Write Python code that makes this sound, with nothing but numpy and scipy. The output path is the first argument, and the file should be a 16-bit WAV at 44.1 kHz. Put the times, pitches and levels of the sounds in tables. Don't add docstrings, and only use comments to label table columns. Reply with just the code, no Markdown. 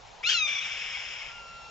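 import sys
import numpy as np
from scipy import signal
from scipy.fft import rfft, irfft
from scipy.io import wavfile
from scipy.ndimage import uniform_filter1d

SR = 44100
rng = np.random.default_rng(int(sys.argv[2]) if len(sys.argv) > 2 else 0)


def to_wav(s):
    ch = np.atleast_2d(s).T
    pcm = np.round(np.clip(ch, -1, 1) * 32767)
    wavfile.write(sys.argv[1], SR, pcm.astype(np.int16))


N = 74970
T = np.arange(N) / SR

# f/Hz, relative level/dB
AIR_SPECTRUM = [(20, -31.5), (36, -25.5), (45, 10), (55, -6.5), (80, -7), (110, -0.5), (220, -9),
                (310, -18), (420, -5), (560, -2.5), (830, 0), (1300, -7.5), (2000, -11), (3300, -10.5),
                (4800, -13.5), (7200, -19), (8300, -27)]
# f/Hz, shared fraction of power
AIR_COHERENCE = [(40, 0.69), (300, 0.071), (1000, 0.38), (6000, 0.9)]
# f/Hz, left minus right level/dB
AIR_LEAN = [(40, -10), (130, -2.5), (300, 1.5), (900, -1.5), (3000, 6), (5000, 1)]
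# onset t/s, level/dB
BUMPS = [(0.032, -53.5), (0.141, -51), (0.208, -44.5), (0.97, -48), (1.658, -47.5)]
# t/s, f/Hz
SCREAM_PITCH = [(.228, 1029), (.241, 1152), (.255, 1308), (.273, 1411), (.286, 1465), (.293, 1560),
                (.308, 1630), (.331, 1480), (.351, 1404), (.379, 1331), (.401, 1276), (.43, 1236),
                (.465, 1199), (.478, 1240), (.58, 1214), (.66, 1236), (.77, 1188), (1.33, 1153)]
# t/s, level/dB
VOICE_LEVEL = [(.228, -63.5), (.236, -40), (.242, -28.5), (.27, -26.5), (.31, -24), (.35, -27.5),
               (.40, -28), (.464, -26.5), (.471, -35), (.57, -36.5), (.66, -44), (.8, -48), (.96, -49),
               (1.22, -55), (1.32, -62), (1.335, -78)]
# t/s, roughness (0 clear, 1 chaotic)
ROUGHNESS = [(.233, 0.77), (.242, 0.06), (.283, 0.12), (.291, 0.64), (.335, 0.98), (.344, 0.09),
             (.41, 0.11), (.463, 0.1), (.471, 0.87), (.78, 1.01), (1.33, .95)]
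# centre t/s, duration/s, boost/dB
CLEAR_NOTES = [(.488, 0.01117, 4.5), (0.506, 0.01079, 4.5), (0.531, .014, 5), (0.555, 0.01107, 5),
               (0.569, 0.01194, 6), (0.592, 0.01098, 7), (0.618, 0.008654, 6.5), (0.65, 0.01797, 7),
               (0.722, 0.01338, 8.5), (.765, 0.0196, 4.5), (0.905, .012, 5), (0.951, .026, 9.5),
               (0.999, 0.0093, 6.5), (1.217, 0.021, 11.5)]
# multiple of the fundamental, relative level/dB
SYRINX_PARTIALS = [(1, -14.5), (1.5, -13.5), (2, 0), (2.5, -2.5), (3, -3.5), (3.5, -3), (4, -15),
                   (4.5, -12), (5, -15), (6, -29)]
# t/s, gain/dB
DOUBLING_GAIN = [(.25, -44), (.268, -2.5), (.3, -14.5), (.36, -6.5), (.395, -9), (.425, -57)]
# f/Hz, gain/dB
THROAT_RESPONSE = [(1100, -6.5), (1260, -5), (1380, 3), (2400, -1), (3200, -4), (3600, -2), (4250, 0),
                   (4750, -9.5), (5500, 3), (7100, -2), (7700, -11.5)]
# f/Hz, relative level/dB
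RASP_SPECTRUM = [(700, -41.5), (1300, -9.5), (1650, -5), (1950, -8.5), (2200, 2.5), (2700, 1.5), (3350, -4),
                 (4000, -14.5), (4600, -23), (5350, -4), (6200, -19), (7200, -15.5), (8300, -33.5)]
# t/s, level/dB
RASP_LEVEL = [(.222, -67), (.236, -37.5), (.248, -46), (.282, -45), (.291, -30), (.333, -31), (.346, -43),
              (.41, -43.5), (.463, -49.5), (.472, -35.5), (.57, -40), (.64, -38), (.8, -37), (.96, -39),
              (1.1, -39.5), (1.24, -42), (1.322, -47), (1.332, -51), (1.7, -67)]
# t/s, f/Hz, level/dB
WHISTLE_COURSE = [(1.24, 1384, -85), (1.29, 1373, -50.5), (1.327, 1364, -49), (1.342, 1415, -51),
                  (1.37, 1389, -49.5), (1.492, 1366, -45.5), (1.587, 1375, -46), (1.618, 1360, -47.5),
                  (1.7, 1369, -48)]
WHISTLE_HARMONICS = [1, 2.5, -15, -14, -18]
# f/Hz, left minus right level/dB
CALL_BALANCE = [(1300, -.5), (2300, 4), (3200, 10), (3800, 3.5), (4500, -3), (5700, -8), (6300, -2.5),
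                (7200, 2.5)]
# f/Hz, lead of the left/rad
CALL_LEAD = [(1200, .15), (2800, 0.99), (3600, -0.97), (5000, -1), (5900, 1), (6800, 0.49), (7700, .1)]
# left delay/s, right delay/s, left gain, right gain
REFLECTIONS = [(.00638, .00644, 0.47, 0.52), (.0086, .0085, 0.032, 0.23)]
SIDES = np.array([[.5], [-.5]])


def amp(db):
    return 10 ** (np.asarray(db) / 20)


def unit(x):
    return x / np.sqrt(np.mean(abs(x) ** 2) + 1e-20)


def curve(rows, t=T):
    return np.interp(t, *np.transpose(rows))


def spectrum(rows, hz):
    f, value = np.transpose(rows)
    return np.interp(np.log(hz + 1), np.log(f + 1), value)


def wander(hz):
    f = np.fft.rfftfreq(N, 1 / SR)
    return unit(irfft(rfft(rng.standard_normal(N)) * np.exp(-.5 * (f / hz) ** 2), N))


def grid(size):
    return np.arange(4 * N // size + 5)[:, None] * size / 4 / SR, np.fft.rfftfreq(size, 1 / SR)


def noise(gain, size):
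    bins = gain * (rng.standard_normal(gain.shape) + 1j * rng.standard_normal(gain.shape))
    return unit(signal.istft(bins.T, nperseg=size, noverlap=size * 3 // 4)[1][:N])


def air(level_db=-50.5, patch_db=2, size=2048):
    t, f = grid(size)
    patches = uniform_filter1d(rng.standard_normal((len(t), len(f))), size=4, axis=0)
    patches = unit(uniform_filter1d(patches, size=14, axis=1))
    gain = amp(spectrum(AIR_SPECTRUM, f) + patch_db * patches)
    coherence = np.clip(spectrum(AIR_COHERENCE, f), .01, .99)
    share = np.sum(gain ** 2 * coherence) / np.sum(gain ** 2)
    apart = np.array([noise(gain * np.sqrt(1 - coherence), size) for _ in range(2)])
    common = noise(gain * np.sqrt(coherence), size)
    field = amp(level_db) * (np.sqrt(share) * common + np.sqrt(1 - share) * apart)
    lean = amp(SIDES * spectrum(AIR_LEAN, np.fft.rfftfreq(N, 1 / SR)))
    return irfft(rfft(field) * lean, N)


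def bumps(centre_hz=906, width_hz=110, rise_s=.0036):
    envelope = np.zeros(N)
    for onset, db in BUMPS:
        age = np.maximum(T - onset, 0) / rise_s
        envelope += amp(db) * age * np.exp(1 - age)
    band = (wander(width_hz) + 1j * wander(width_hz)) * np.exp(2j * np.pi * centre_hz * T)
    return envelope * unit(band.real)


def syrinx(pitch, phase, fuzz, onset_db=-19, onset_s=.017, dispersion_rad=.906):
    voice = np.zeros(N)
    start = VOICE_LEVEL[0][0]
    lag_db = onset_db * np.exp(-np.maximum(T - start, 0) / onset_s)
    for k, db in SYRINX_PARTIALS:
        blur = np.sqrt(2 * (1 - fuzz ** 2)) + fuzz * (wander(hz=149) + 1j * wander(hz=149))
        late_db = lag_db * min(abs(k - 2), 2)
        doubling_db = curve(DOUBLING_GAIN) if k % 1 else 0
        chaos_db = -2 * max(k - 3, 0) * fuzz
        gain = amp(db + spectrum(THROAT_RESPONSE, k * pitch) + late_db + doubling_db + chaos_db)
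        smear = dispersion_rad * k ** 2
        voice += gain * (blur * np.exp(1j * (k * phase + smear))).real
    return voice * (T > start)


def rasp(reference_hz=1243, follow=.44, size=256):
    t, f = grid(size)
    tightening = (curve(SCREAM_PITCH, t) / reference_hz) ** follow
    return noise(amp(spectrum(RASP_SPECTRUM, f / tightening)), size) * amp(curve(RASP_LEVEL))


def scream(jitter=.0377, flutter=.0149, shimmer=.17):
    grip, boost_db, slide = catches()
    rough = np.clip(curve(ROUGHNESS) * (1 - .74 * grip), 0, 1)
    pitch = curve(SCREAM_PITCH) * (1 + slide)
    unsteady_hz = pitch * (1 + rough * (jitter * wander(hz=191.5) + flutter * wander(hz=52)))
    phase = 2 * np.pi * np.cumsum(unsteady_hz) / SR
    voice = syrinx(pitch, phase, fuzz=.76 * rough) * amp(curve(VOICE_LEVEL) + boost_db)
    rush = rasp()
    depth = shimmer * rough
    shake = (1 + depth * wander(hz=220)) / np.sqrt(1 + depth ** 2)
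    return shake * (voice + rush)


def catches(drop=.065, sag=.021):
    centre, duration, peak_db = np.transpose(CLEAR_NOTES)[:, :, None]
    offset = (T - centre) / (duration / 2)
    grip = np.exp(-.5 * offset ** 2)
    boost_db = (grip * peak_db).sum(0)
    slide = -(grip * (drop + sag * offset)).sum(0)
    return np.minimum(grip.sum(0), 1), boost_db, slide


def whistle(jitter=.0051):
    t, hz, db = np.transpose(WHISTLE_COURSE)
    pitch = np.interp(T, t, hz) * (1 + jitter * wander(hz=200.7))
    phase = 2 * np.pi * np.cumsum(pitch) / SR
    note = sum(gain * np.cos(k * phase) for k, gain in enumerate(amp(WHISTLE_HARMONICS), 1))
    return unit(note) * amp(np.interp(T, t, db)) * (T > t[0])


def outdoors(call, trees_db=-18, trees_t60_s=.25):
    size = 2 * N
    f = np.fft.rfftfreq(size, 1 / SR)
    arrival = amp(SIDES * spectrum(CALL_BALANCE, f)) * np.exp(1j * SIDES * spectrum(CALL_LEAD, f))
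    echoes = sum(row[2:] * np.exp(-2j * np.pi * f * row[:2]) for row in np.array(REFLECTIONS)[:, :, None])
    tail = rng.standard_normal((2, N)) * amp(-60 * T / trees_t60_s)
    scatter = amp(trees_db) * rfft(tail / np.linalg.norm(tail[0]), size)
    return irfft(rfft(call, size) * arrival * (1 + echoes + scatter), size)[:, :N]


def scene():
    return outdoors(scream() + whistle()) + air() + bumps()


def record(dry, cutoff_hz=7800):
    lowpass = signal.firwin(141, cutoff_hz, window=("kaiser", 8), fs=SR)
    return signal.oaconvolve(dry, lowpass[None], "same")


dry = scene()
out = record(dry)
to_wav(out)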